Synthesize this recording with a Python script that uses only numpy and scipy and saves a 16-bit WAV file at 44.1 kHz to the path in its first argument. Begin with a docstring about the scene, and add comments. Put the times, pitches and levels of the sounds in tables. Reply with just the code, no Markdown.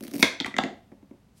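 """A wooden toy knife is pressed through a toy pepper and strikes a small cutting board, in a small room.
First the hook-and-loop pad between the halves tears snap by snap; then the blade breaks through.
The freed half tumbles, slaps down on its flat side and rocks to rest. Each impact excites damped modes
of the body and of the board. Hands nudge the pieces and slide them together with a hiss of friction."""
import sys
import numpy as np
from scipy import signal
from scipy.fft import rfft, irfft, next_fast_len
from scipy.io import wavfile

SR = 44100
rng = np.random.default_rng(int(sys.argv[2]) if len(sys.argv) > 2 else 0)


def pcm_store(signal):
    """Save signal as 16-bit PCM."""
    levels = np.round(np.clip(np.atleast_2d(signal), -1, 1) * 32767)
    wavfile.write(sys.argv[1], SR, levels.astype(np.int16).T)


N = 61739
T = np.arange(SR // 2) / SR  # time axis of one contact

# blade impacts: start_s, ring_db, centre_hz, crack_db, thump_db
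BLADE_IMPACTS = [(0.2267, -8, 4300, -5.5, -7.5), (0.2287, -8, 2130, -17, -36.5),
                 (0.2309, -7.5, 1900, -15, -28.5)]
# knife modes: pitch_hz, level_db, t60_s
KNIFE_MODES = [(396.5, -0.5, .02), (549, 4.5, .03), (1050, -1, 0.014), (1600, -7.5, 0.026),
               (2142, 1, 0.026), (2240, -24, .16), (2260, -4.5, 0.014), (2570, -5, .022), (3270, -2.5, .02),
               (3437, -10.5, .05), (3700, -9, 0.043), (4280, -10, 0.011), (5470, -13, 0.0063),
               (6050, -8.5, 0.03)]
# noise of a blade impact: frequency_hz, level_db
CRACK_SPECTRUM = [(30, -11), (100, -11.5), (350, -11.5), (900, -5), (2000, 1), (3800, 6), (6500, -5),
                  (10000, -13), (15500, -21.5)]
# strong hooks letting go: start_s, click_db, thump_db
HOOK_SNAPS = [(.008, -32, -30), (0.0268, -36, -32.5), (0.0368, -31, -34), (0.0394, -34.5, -39),
              (0.0493, -39.5, -46), (.0513, -36.5, -34.5), (0.0683, -39, -40), (0.0774, -36.5, -49),
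              (0.0808, -32.5, -31.5), (0.1121, -33.5, -46), (0.1154, -35.5, -33.5), (0.1301, -41.5, -39.5),
              (0.137, -27, -24), (0.1399, -30.5, -28), (.143, -30, -36.5), (0.154, -29, -30),
              (0.1579, -31, -25.5), (0.1648, -30, -29), (.182, -31.5, -32.5), (0.1944, -27.5, -24),
              (.199, -26.5, -28)]
# crackle of the tearing pad: time_s, level_db
TEAR_ENVELOPE = [(0, -67.5), (.05, -54), (0.101, -72), (.13, -61), (0.144, -44), (.177, -56), (.197, -36.5),
                 (.225, -37), (0.243, -64.5)]
# noise of a hook: frequency_hz, level_db
HOOK_SPECTRUM = [(200, -7.5), (950, 4), (1400, -5), (2200, 2), (3200, -4), (5000, 2), (7500, -6.5),
                 (9800, -1), (15500, -5.5)]
# edge impacts of the loose half: start_s, ring_db, centre_hz, click_db, thump_db
EDGE_IMPACTS = [(.4011, -11.5, 3650, -26.5, -36), (0.4076, -29, 5500, -22, -28.5),
                (0.4457, -15, 1980, -31, -30.5), (0.4598, -32.5, 2094, -30.5, -40),
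                (0.478, -34, 2050, -46.5, -29.5), (0.5414, -23, 2000, -42, -32.5),
                (.566, -24.5, 2250, -26, -25.5), (0.6367, -23, 2000, -26, -17.5),
                (.656, -40, 900, -54, -24.5), (0.707, -50, 1198, -63.5, -30), (.726, -46, 886, -57, -34.5)]
# modes of the half: pitch_hz, level_db, t60_s
HALF_MODES = [(1112, -12.5, .013), (1371, -9.5, 0.036), (1818, -21.5, 0.027), (2027, 1.5, 0.019),
              (2390, -11, .012), (3196, -3.5, 0.013), (3695, -7, 0.019), (4340, -8, .011),
              (4634, -13.5, .01), (5530, -14, .015), (6890, -16, .03)]
# contact noise of the half: frequency_hz, level_db
CLICK_SPECTRUM = [(40, -29.5), (150, -22), (700, 6.5), (2200, 8), (4500, 1), (7000, -6), (10000, -22),
                  (15500, -31)]
# impacts of the flat side: start_s, ring_db, click_db, thump_db
FLAT_IMPACTS = [(.5841, -31, -18.5, -30.5), (.5860, -16, -21, -19.5)]
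# modes of the flat side on the board: pitch_hz, level_db, t60_s
FLAT_MODES = [(235, -8, 0.02), (357, -1, .025), (535, -6, 0.045), (661, 1.5, 0.026), (773, 5, 0.018),
              (1108, 0, .019), (1316, -4.5, 0.038), (1528, -9, 0.023), (1658, -6.5, 0.032),
              (2090, -5, .018), (2740, -2.5, 0.0096), (3627, -6, .03), (4715, -12, 0.015)]
# friction noise of the half: frequency_hz, level_db
SKID_SPECTRUM = [(40, -13.5), (300, 6), (600, 6), (3000, -2.5), (6000, -13), (9000, -19), (15000, -32)]
# nudges by the hands: start_s, knock_db, thump_db
HAND_NUDGES = [(.918, -47.5, -56), (.921, -54.5, -36), (1.027, -57, -42), (1.11, -52, -36),
               (1.137, -63.5, -47)]
# noise of a soft contact: frequency_hz, level_db
NUDGE_SPECTRUM = [(100, -13), (850, 12.5), (1400, -11.5), (2200, -5.5), (4000, -24), (12000, -35)]
# the halves sliding together: time_s, level_db
SLIDE_ENVELOPE = [(1.35, -80.5), (1.38, -62), (1.4, -68)]
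# cutting board modes: pitch_hz, level_db, t60_s
BOARD_MODES = [(232.5, -5, 0.073), (274.1, 3, 0.054), (338.6, -2.5, 0.05), (455, -9, 0.039),
               (551, -16.5, 0.094), (654.3, -17.5, 0.075)]
# reverberation time: frequency_hz, t60_s
ROOM_DECAY = [(60, 0.18), (170, 0.12), (400, 0.5), (1000, 0.35), (2800, .36), (7000, 0.34), (14000, 0.17)]
# reverberation relative to the direct sound: frequency_hz, level_db
ROOM_SPECTRUM = [(60, 8), (170, -12.5), (300, -12), (700, -3), (1500, -6.5), (3000, -6.5), (7000, -5.5),
                 (14000, -6)]
# background noise of the room: frequency_hz, level_db
AIR_SPECTRUM = [(25, -15), (50, -1.5), (110, 0), (160, -3), (217, 4.5), (320, -11.5), (600, -15),
                (1500, -24), (3500, -28.5), (9000, -35.5), (15500, -39.5)]

CRACK_T60_S, SNAP_T60_S, CLICK_T60_S = 0.013, 0.0049, 0.014
RING_RISE_S, BOARD_RISE_S, BOARD_LAG_S, ROOM_RISE_S = 0.00022, 0.0025, 0.0018, 0.0036
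HOOKS_PER_S = 900
SKID_MIDDLE_S, SKID_WIDTH_S, SKID_DB = 0.4638, 0.0037, -29
SLIDE_BAND_HZ = (3300, 11760)
ECHO_S, ECHO_DB, ECHO_HZ, ECHO_Q = 0.018, -8.5, 3380, 6.1
LOW_CUT_HZ = 150  # small bodies radiate little bass
AIR_DB, TOP_HZ = -59, 15780


def knife():
    """Impact excitation: the blade chatters on the board and its modes ring, the first touch brightest."""
    track = np.zeros(N)
    for start_s, ring_db, centre_hz, crack_db, thump_db in BLADE_IMPACTS:
        tone = amp(ring_db) * ring(favoured(KNIFE_MODES, centre_hz, octaves=0.75), RING_RISE_S)
        crack = amp(crack_db) * burst(CRACK_SPECTRUM, CRACK_T60_S)
        track += on_board(start_s, tone + crack, thump_db)
    return track


def tearing_pad():
    """Elastic release: strong hooks snap and jolt the board over a swelling crackle of small ones."""
    hooks = (rng.random(N) < HOOKS_PER_S / SR) * rng.standard_normal(N)
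    grain = rng.standard_normal(len(T)) * fade(T, t60=0.0044)
    grains = signal.fftconvolve(hooks, grain)[:N]
    level_db = np.interp(np.arange(N) / SR, *np.transpose(TEAR_ENVELOPE), right=-np.inf)
    track = in_room(coloured(grains, HOOK_SPECTRUM) * amp(level_db))
    for start_s, click_db, thump_db in HOOK_SNAPS:
        track += on_board(start_s, amp(click_db) * burst(HOOK_SPECTRUM, SNAP_T60_S), thump_db)
    return track


def tumbling_half():
    """Selective excitation: each edge that touches down favours its own range of the half's modes."""
    track = np.zeros(N)
    for start_s, ring_db, centre_hz, click_db, thump_db in EDGE_IMPACTS:
        tone = amp(ring_db) * ring(favoured(HALF_MODES, centre_hz, octaves=0.36), RING_RISE_S)
        click = amp(click_db) * burst(CLICK_SPECTRUM, CLICK_T60_S)
        track += on_board(start_s, tone + click, thump_db)
    return track


def flat_landing():
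    """Damped resonance: the flat side meets the board and lower modes give a hollow clack."""
    track = np.zeros(N)
    for start_s, ring_db, click_db, thump_db in FLAT_IMPACTS:
        tone = amp(ring_db) * ring(FLAT_MODES, RING_RISE_S)
        click = amp(click_db) * burst(CLICK_SPECTRUM, CLICK_T60_S)
        track += on_board(start_s, tone + click, thump_db)
    return track


def skid():
    """Sliding friction: the half scrapes the board briefly between two tumbles."""
    stroke = np.exp(-0.5 * ((np.arange(N) / SR - SKID_MIDDLE_S) / SKID_WIDTH_S) ** 2)
    return in_room(amp(SKID_DB) * stroke * coloured(rng.standard_normal(N), SKID_SPECTRUM))


def nudges():
    """Soft contact excites little treble: the hands take hold of the halves with dull knocks."""
    return sum(on_board(start_s, amp(knock_db) * burst(NUDGE_SPECTRUM, t60=0.039), thump_db)
               for start_s, knock_db, thump_db in HAND_NUDGES)


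def sliding_halves():
    """Light friction: a faint band of noise as the hands slide the halves together."""
    band = signal.butter(2, SLIDE_BAND_HZ, "band", fs=SR, output="sos")
    hiss = unit(signal.sosfilt(band, rng.standard_normal(N)))
    level_db = np.interp(np.arange(N) / SR, *np.transpose(SLIDE_ENVELOPE), left=-np.inf)
    return hiss * amp(level_db)


def on_board(start_s, contact, thump_db):
    """Mechanical coupling: a contact drives the board's low modes, and both sound in the room."""
    sound, track = contact.copy(), np.zeros(N)
    add(sound, BOARD_LAG_S, amp(thump_db) * ring(BOARD_MODES, BOARD_RISE_S, alternate=False))
    add(track, start_s, in_room(sound))
    return track


def in_room(direct):
    """Reflection adds a diffuse decaying tail and one bright echo from a hard surface nearby."""
    hz, t, noise = signal.stft(rng.standard_normal(len(T)), SR, nperseg=256)
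    t60 = along(ROOM_DECAY, hz)[:, None]
    unit_energy = np.sqrt(2 * np.log(1000) / (t60 * SR))
    gain = amp(along(ROOM_SPECTRUM, hz))[:, None] * unit_energy
    tail = signal.istft(noise * gain * fade(t, t60), SR, nperseg=256)[1][:len(T)]
    tail *= 1 - np.exp(-(T / ROOM_RISE_S) ** 2)
    heard = direct + signal.fftconvolve(direct, tail)[:len(direct)]
    echo = signal.lfilter(*signal.iirpeak(ECHO_HZ, ECHO_Q, fs=SR), direct)
    add(heard, ECHO_S, amp(ECHO_DB) * echo)
    return heard


def room_air():
    """Stationary noise: the quiet air of the room, strongest in the bass."""
    return amp(AIR_DB) * coloured(rng.standard_normal(N), AIR_SPECTRUM)


def ring(modes, rise_s, alternate=True, scatter_db=2.6, detune=0.01):
    """Free vibration is a sum of damped sinusoids, here slightly varied at every blow."""
    hz, db, t60 = np.transpose(modes)[:, :, None]
    level_draw, pitch_draw = rng.standard_normal((2, len(hz), 1))
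    sign = (-1) ** np.arange(len(hz))[:, None] if alternate else 1
    gain = sign * amp(db + scatter_db * level_draw)
    waves = gain * np.sin(2 * np.pi * hz * (1 + detune * pitch_draw) * T) * fade(T, t60)
    low_cut = signal.butter(2, LOW_CUT_HZ, "high", fs=SR, output="sos")
    return signal.sosfilt(low_cut, waves.sum(0) * (1 - np.exp(-T / rise_s)))


def favoured(modes, centre_hz, octaves):
    """Modal weighting: amplitude halves at the given number of octaves from the centre."""
    return [(hz, db - 20 * np.log10(1 + (np.log2(hz / centre_hz) / octaves) ** 2), t60)
            for hz, db, t60 in modes]


def burst(spectrum, t60, rise_s=0.00006):
    """A brief contact has a broad spectrum: noise with a fast rise and decay."""
    noise = coloured(rng.standard_normal(len(T)), spectrum)
    return noise * fade(T, t60) * (1 - np.exp(-(T / rise_s) ** 2))


def coloured(x, spectrum):
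    """Spectral shaping: x filtered by a level curve, at rms 1."""
    size = next_fast_len(len(x) + 4096)
    gain = amp(along(spectrum, np.fft.rfftfreq(size, 1 / SR)))
    return unit(irfft(rfft(x, size) * gain, size)[:len(x)])


def along(points, hz):
    """Interpolation on a logarithmic frequency axis."""
    frequencies, values = np.transpose(points)
    return np.interp(np.log(hz + 1), np.log(frequencies + 1), values)


def fade(t, t60):
    """Exponential decay, 60 dB in t60 seconds."""
    return np.exp(-np.log(1000) * t / t60)


def amp(db):
    """Decibels to amplitude ratio."""
    return 10 ** (np.asarray(db) / 20)


def unit(x):
    """Normalisation to rms 1."""
    return x / np.sqrt(np.mean(x ** 2) + 1e-20)


def add(track, start_s, sound):
    """Superpose a delayed sound on the track."""
    part = track[max(round(start_s * SR), 0):][:len(sound)]
    part += sound[:len(part)]


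def scene():
    """Superposition: all contacts add over the quiet air of the room."""
    air = room_air()
    cut = tearing_pad() + knife()
    fall = tumbling_half() + skid() + flat_landing()
    hands = nudges() + sliding_halves()
    return (cut + fall + hands + air)[None]


def record(dry):
    """Soft saturation rounds peaks at full scale; nothing passes above the band limit."""
    rounded = dry / (1 + dry ** 6) ** (1 / 6)
    size = next_fast_len(N + SR // 2)
    passband = np.fft.rfftfreq(size, 1 / SR) < TOP_HZ
    return irfft(rfft(rounded, size) * passband, size)[..., :N]


dry = scene()
out = record(dry)
pcm_store(out)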